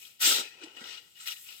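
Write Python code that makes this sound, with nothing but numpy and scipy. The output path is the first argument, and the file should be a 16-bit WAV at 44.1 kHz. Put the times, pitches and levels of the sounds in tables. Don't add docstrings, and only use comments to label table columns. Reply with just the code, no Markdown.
import sys
import numpy as np
from scipy import signal
from scipy.io import wavfile
from scipy.ndimage import uniform_filter1d

SR = 44100
rng = np.random.default_rng(int(sys.argv[2]) if len(sys.argv) > 2 else 0)


def transcribe(u):
    v = np.clip(np.atleast_2d(u).T, -1, 1)
    q = np.round(v * 32767).astype(np.int16)
    wavfile.write(sys.argv[1], SR, q)


N = 70560


def amp(db):
    return 10 ** (np.asarray(db) / 20)


def unit_rms(x):
    return x / np.sqrt(np.mean(x ** 2) + 1e-20)


def wander(seconds):
    size = max(round(seconds * SR), 2)
    return unit_rms(uniform_filter1d(uniform_filter1d(rng.standard_normal(N), size), size))


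def colour(x, *curves):
    log_hz = np.log(np.abs(np.fft.fftfreq(4096, 1 / SR)) + 1)
    gain_db = sum(np.interp(log_hz, np.log(hz), db) for hz, db in map(np.transpose, curves))
    minimum_phase = np.exp(np.conj(signal.hilbert(np.log(amp(gain_db)))))
    taps = np.fft.ifft(minimum_phase).real
    return signal.oaconvolve(x, taps[:1024])[:len(x)]


LAG_S, LOW_LAG_S = 0.0006, 0.00021
def arrive(x, lag_s):
    return np.array([np.roll(x, round(lag_s * SR)), x])


# frequency in Hz, gain in dB.
LEFT_PORT = [(100, -16.5), (600, -8), (800, -1.5), (980, -1), (1120, -10), (1270, -14), (1420, 0),
             (1650, 2.5), (2000, 7), (2900, 10), (3900, 7.5), (4300, 8.5), (4600, 8), (5300, 11), (6500, 6),
             (7600, 17), (8800, 1), (9800, 2), (11500, 6.5), (14000, 1.5), (15800, -12.5)]
RIGHT_PORT = [(100, -15.5), (450, -10), (650, -18), (820, -1), (960, -6.5), (1100, -9.5), (1220, -7),
              (1350, 12), (1650, 1.5), (2000, -0.5), (2530, -4.5), (2900, -0.5), (4300, 2.5), (5200, 5),
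              (6500, 7), (7800, 17), (9000, 4), (9900, -4), (11000, 6), (15000, -15)]
def ports(stereo, *spectra):
    return np.array([colour(stereo[0], *spectra, LEFT_PORT), colour(stereo[1], *spectra, RIGHT_PORT)])


# frequency in Hz, relative level in dB.
AIR_SPECTRUM = [(25, -18), (50, 0), (95, 8.5), (200, 1), (384, -12.5), (1070, -25), (1650, -35.5),
                (2840, -14), (10100, -37.5), (16000, -10)]
def air():
    hush = unit_rms(ports(rng.standard_normal((2, N)), AIR_SPECTRUM))
    return amp([[-65.25], [-64.75]]) * hush


# start in seconds, peak in dB, pitch in Hz, rise in seconds.
CLODS = [(0.271, -40.5, 306, 0.0047), (0.394, -40, 362, 0.0033), (0.613, -47, 365, 0.0086),
         (0.629, -42, 315, 0.016), (0.67, -50.5, 345, 0.003), (0.811, -48, 237, 0.0057)]
def clods(t60_s=0.062):
    t = np.arange(4000) / SR
    thuds = np.zeros(N)
    for start, peak_db, hz, rise_s in CLODS:
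        swell = np.sin(np.pi / 2 * np.minimum(t / rise_s, 1)) ** 2
        decay = amp(peak_db - 60 * np.maximum(t - rise_s, 0) / t60_s)
        thuds[round(start * SR):][:len(t)] += swell * decay * np.sin(2 * np.pi * hz * t)
    return arrive(thuds, LOW_LAG_S)


# frequency in Hz, relative level in dB, seconds to fall 60 dB.
BLADE_MODES = [(905, -22.5, 0.11), (1309, -4.5, 0.041), (1498, 2.5, 0.012), (1937, -7.5, 0.032),
               (2140, -13, 0.023), (2465, -13.5, .035), (2576, -2, 0.029), (2763, -5.5, 0.018),
               (2888, -1.5, 0.044), (3237, -4, 0.034), (3410, -7, 0.031), (3607, -4, 0.028),
               (3713, -7, 0.077), (3953, 0.5, 0.036), (4500, -15.5, 0.11), (4820, -46, 0.028),
               (5246, -11.5, 0.039), (5592, -10, 0.09), (6080, -10.5, 0.055), (7130, -17.5, 0.037),
               (7560, -11, 0.074), (7880, -19.5, 0.03)]
MODE_GROUP_EDGES = [0, 1700, 2350, 3100, 6500, 20000]
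# time in seconds, favoured frequency in Hz.
SAND_CONTACT = [(0, 2360), (.1, 2500), (.2, 2840), (.4, 2740), (.5, 2500), (.6, 2580), (.7, 2730),
                (.77, 3040), (.95, 2850), (1.03, 2860), (1.4, 2730), (1.47, 2600), (1.56, 2870),
                (1.6, 2880)]
def blade_ring(drive, wander_db=2.2, wander_s=0.05, fall_db_per_khz=32):
    t = np.arange(2400) / SR
    groups = np.zeros((len(MODE_GROUP_EDGES) - 1, 2, N))
    favoured_hz = np.interp(np.arange(N) / SR, *np.transpose(SAND_CONTACT))
    for hz, db, t60 in BLADE_MODES:
        group = np.searchsorted(MODE_GROUP_EDGES, hz) - 1
        mode = amp(db - 60 * t / t60) * np.sin(2 * np.pi * hz * t)
        drive_db = wander_db * wander(wander_s)
        if group == 2:
            drive_db -= fall_db_per_khz * abs(hz - favoured_hz) / 1000
        groups[group] += signal.oaconvolve(drive * amp(drive_db), mode[None], axes=1)[:, :N]
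    return [ports(x) for x in groups]


# start in seconds, ring gain in dB, centre of the ring in Hz,
# fall-off from that centre in dB per kHz, tick gain in dB.
STONES = [(0.054, -48, 2450, 22, -66), (0.0235, -47, 2520, 23, -64), (0.0324, -60, 2500, 19, -61),
          (0.05, -42.5, 3200, 22, -62), (0.613, -65, 1500, -1.5, -50), (0.6365, -52.5, 2560, 24, -38.5),
          (0.766, -60, 1950, 2, -42.5), (0.8146, -43.5, 1500, 8, -46), (0.8395, -43, 3430, 4, -44),
          (0.8573, -45, 2900, 15, -48), (1.2077, -46.5, 1310, 29, -56), (1.264, -36, 905, 43, -55),
          (1.2738, -38.5, 2500, 6, -29), (1.282, -33, 3080, 6, -34), (1.289, -34.5, 3150, 14, -39),
          (1.301, -36, 905, 48, -48), (1.3206, -37, 2200, 21, -42), (1.366, -45, 2970, 14, -55)]
# frequency in Hz, gain in dB.
TICK_SPECTRUM = [(300, -40), (1200, -5), (3000, 3.5), (8000, -4.5), (15000, -26)]
def stones(tick_rise_s=0.0004, tick_t60_s=0.0041, ring_rise_s=0.0008):
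    t = np.arange(4000) / SR
    hz, db, t60 = np.transpose(BLADE_MODES)[:, :, None]
    modes = np.minimum(t / ring_rise_s, 1) * amp(db - 60 * t / t60) * np.sin(2 * np.pi * hz * t)
    tick_shape = np.minimum(t / tick_rise_s, 1) * amp(-60 * t / tick_t60_s)
    ticks, rings = np.zeros(N), np.zeros((len(BLADE_MODES), N))
    for start, ring_db, centre_hz, fall, tick_db in STONES:
        span = slice(round(start * SR), round(start * SR) + len(t))
        ticks[span] += amp(tick_db) * tick_shape * np.sign(rng.standard_normal(len(t)))
        rings[:, span] += amp(ring_db - fall * abs(hz - centre_hz) / 1000) * modes
    bright = colour(ticks, TICK_SPECTRUM) + rings[1:].sum(0)
    return ports(arrive(bright, LAG_S) + arrive(rings[0], LOW_LAG_S))


def grains(shared, lag_s=LAG_S, per_s=9000, spread_db=2.5, clump_db=1, clump_s=0.0056):
    hits = rng.random((3, N)) < per_s / SR
    size_db = spread_db * np.minimum(rng.exponential(1, (3, N)), 5)
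    polarity = np.sign(rng.standard_normal((3, N)))
    ticks = hits * polarity * amp(size_db + clump_db * wander(clump_s))
    return np.sqrt(shared) * arrive(ticks[0], lag_s) + np.sqrt(1 - shared) * ticks[1:]


# frequency in Hz, relative level in dB.
SCRAPE_SPECTRUM = [(150, -63), (450, -44), (1000, -20), (1400, -20), (2300, -8), (3400, -2), (5000, -6.5),
                   (6500, -16.5), (8500, -61), (12000, -35.5)]
CRUNCH_SPECTRUM = [(60, -56), (130, -28), (200, -1.5), (300, 4), (500, 4.5), (800, -7), (1100, -6.5),
                   (1600, -32.5)]
GRIT_SPECTRUM = [(3500, -32), (6000, -2), (7800, -6), (9500, -0.5), (12000, -44)]
HISS_SPECTRUM = [(7000, -33), (10000, -13.5), (12500, -10.5), (15000, 2), (16000, -0.5)]
# time in seconds, left over right in dB.
BLADE_TURN = [(0, 7.5), (.2, -2), (.42, 0.5), (.55, 0.5), (1.0, 5), (1.2, 0), (1.42, -1), (1.5, 3.5),
              (1.6, 1.5)]
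# time in seconds, then levels in dB of the scrape on
SHOVEL_LEVELS = [(0.0, -58.5, -79, -56.5, -54.5, -76, -66, -59),
                 (0.024, -59, -77, -53, -54.5, -75, -98, -50.5),
                 (0.066, -55, -78, -58, -55.5, -71.5, -85, -55),
                 (0.16, -68, -79.5, -66.5, -66.5, -83, -82, -69),
                 (0.188, -70, -78, -81, -72, -85, -86, -70), (0.204, -42, -71, -45.5, -45, -63, -52, -58),
                 (0.218, -30, -58, -27.5, -31.5, -44, -44, -29.5),
                 (0.23, -25, -56, -29, -29.5, -41.5, -35, -33),
                 (0.259, -20, -47, -24.5, -29, -55, -38, -27),
                 (0.276, -22, -46.5, -23, -26, -42.5, -34.5, -30.5),
                 (0.317, -23.5, -43, -28.5, -31, -37, -41.5, -44),
                 (0.36, -27.5, -48, -32, -36.5, -49.5, -40.5, -35),
                 (0.403, -32, -42, -36.5, -42, -49, -55.5, -38),
                 (0.417, -37, -46.5, -43.5, -51, -42, -60, -45),
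                 (0.444, -43, -54, -53.5, -58, -74, -64, -43), (0.5, -54.5, -70, -63, -64.5, -83, -62, -55),
                 (0.582, -63, -63.5, -73, -84, -72, -64.5, -58),
                 (0.626, -55, -59, -94, -92, -51.5, -64, -48),
                 (0.641, -46.5, -54.5, -51, -79, -74, -60, -47.5),
                 (0.664, -59, -58.5, -74, -86, -59.5, -67, -54.5),
                 (0.744, -65.5, -66.5, -73, -72, -63, -67.5, -55.5),
                 (0.763, -58, -65, -70, -72, -64, -58, -52), (0.769, -60, -52, -65, -66, -71, -50.5, -46),
                 (0.796, -56, -64, -68, -69, -56, -62, -47),
                 (0.814, -52.5, -58, -52.5, -67, -58, -47, -51.5),
                 (0.834, -54, -58.5, -61, -68, -51, -62, -56),
                 (0.843, -50, -58, -63, -62, -48.5, -57, -51.5),
                 (0.894, -45, -62.5, -57, -62.5, -57.5, -54, -48),
                 (0.922, -44.5, -63.5, -55, -63.5, -58, -61, -46.5),
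                 (0.982, -49, -71, -63, -65.5, -57, -64, -53),
                 (1.014, -59, -71.5, -66.5, -68, -75, -68, -61),
                 (1.136, -69.5, -82.5, -67, -69, -73.5, -83, -73.5),
                 (1.176, -57.5, -79, -64.5, -60, -106, -67, -56),
                 (1.211, -48.5, -82, -50, -57, -62.5, -65, -51.5),
                 (1.251, -54, -93, -53, -54, -65, -58, -49.5),
                 (1.274, -35, -85, -44.5, -39.5, -59, -44, -47),
                 (1.288, -43, -89, -45.5, -42.5, -51, -69, -44.5),
                 (1.304, -38.5, -94, -48, -46, -53.5, -57, -58),
                 (1.322, -38, -99, -48.5, -43.5, -66, -65, -41),
                 (1.349, -52.5, -86, -53, -54, -69, -60.5, -56.5),
                 (1.426, -59, -83, -56, -50.5, -81, -73, -66.5),
                 (1.498, -50.5, -72, -54.5, -54, -66.5, -73, -47),
                 (1.6, -55.5, -77.5, -59.5, -53, -69.5, -82, -60.5)]
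def shovelled_sand():
    t = np.arange(N) / SR
    turn = amp(np.interp(t, *np.transpose(BLADE_TURN)) * np.array([[0.5], [-0.5]]))
    low, middle, main, high, top = blade_ring(grains(shared=0.54))
    scrape = unit_rms(ports(grains(shared=0.33), SCRAPE_SPECTRUM)) + amp(-1.5) * unit_rms(high)
    crunch = ports(grains(shared=0.91, lag_s=LOW_LAG_S), CRUNCH_SPECTRUM)
    grit = unit_rms(ports(grains(shared=0.33), GRIT_SPECTRUM)) + amp(-2.5) * unit_rms(top)
    hiss = ports(grains(shared=0.057), HISS_SPECTRUM)
    layers = [scrape * turn, crunch, grit, hiss, low * turn, middle * turn, main * turn]
    times, *levels = np.transpose(SHOVEL_LEVELS)
    return sum(amp(np.interp(t, times, db)) * unit_rms(x) for db, x in zip(levels, layers))


def scene():
    return shovelled_sand() + stones() + clods() + air()


def record(dry, bass_hz=70, top_hz=16100):
    thin = signal.sosfilt(signal.butter(2, bass_hz, "high", fs=SR, output="sos"), dry)
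    band_limit = signal.firwin(511, top_hz, window=("kaiser", 9), fs=SR)
    return signal.oaconvolve(thin, band_limit[None], "same")


dry = scene()
out = record(dry)
transcribe(out)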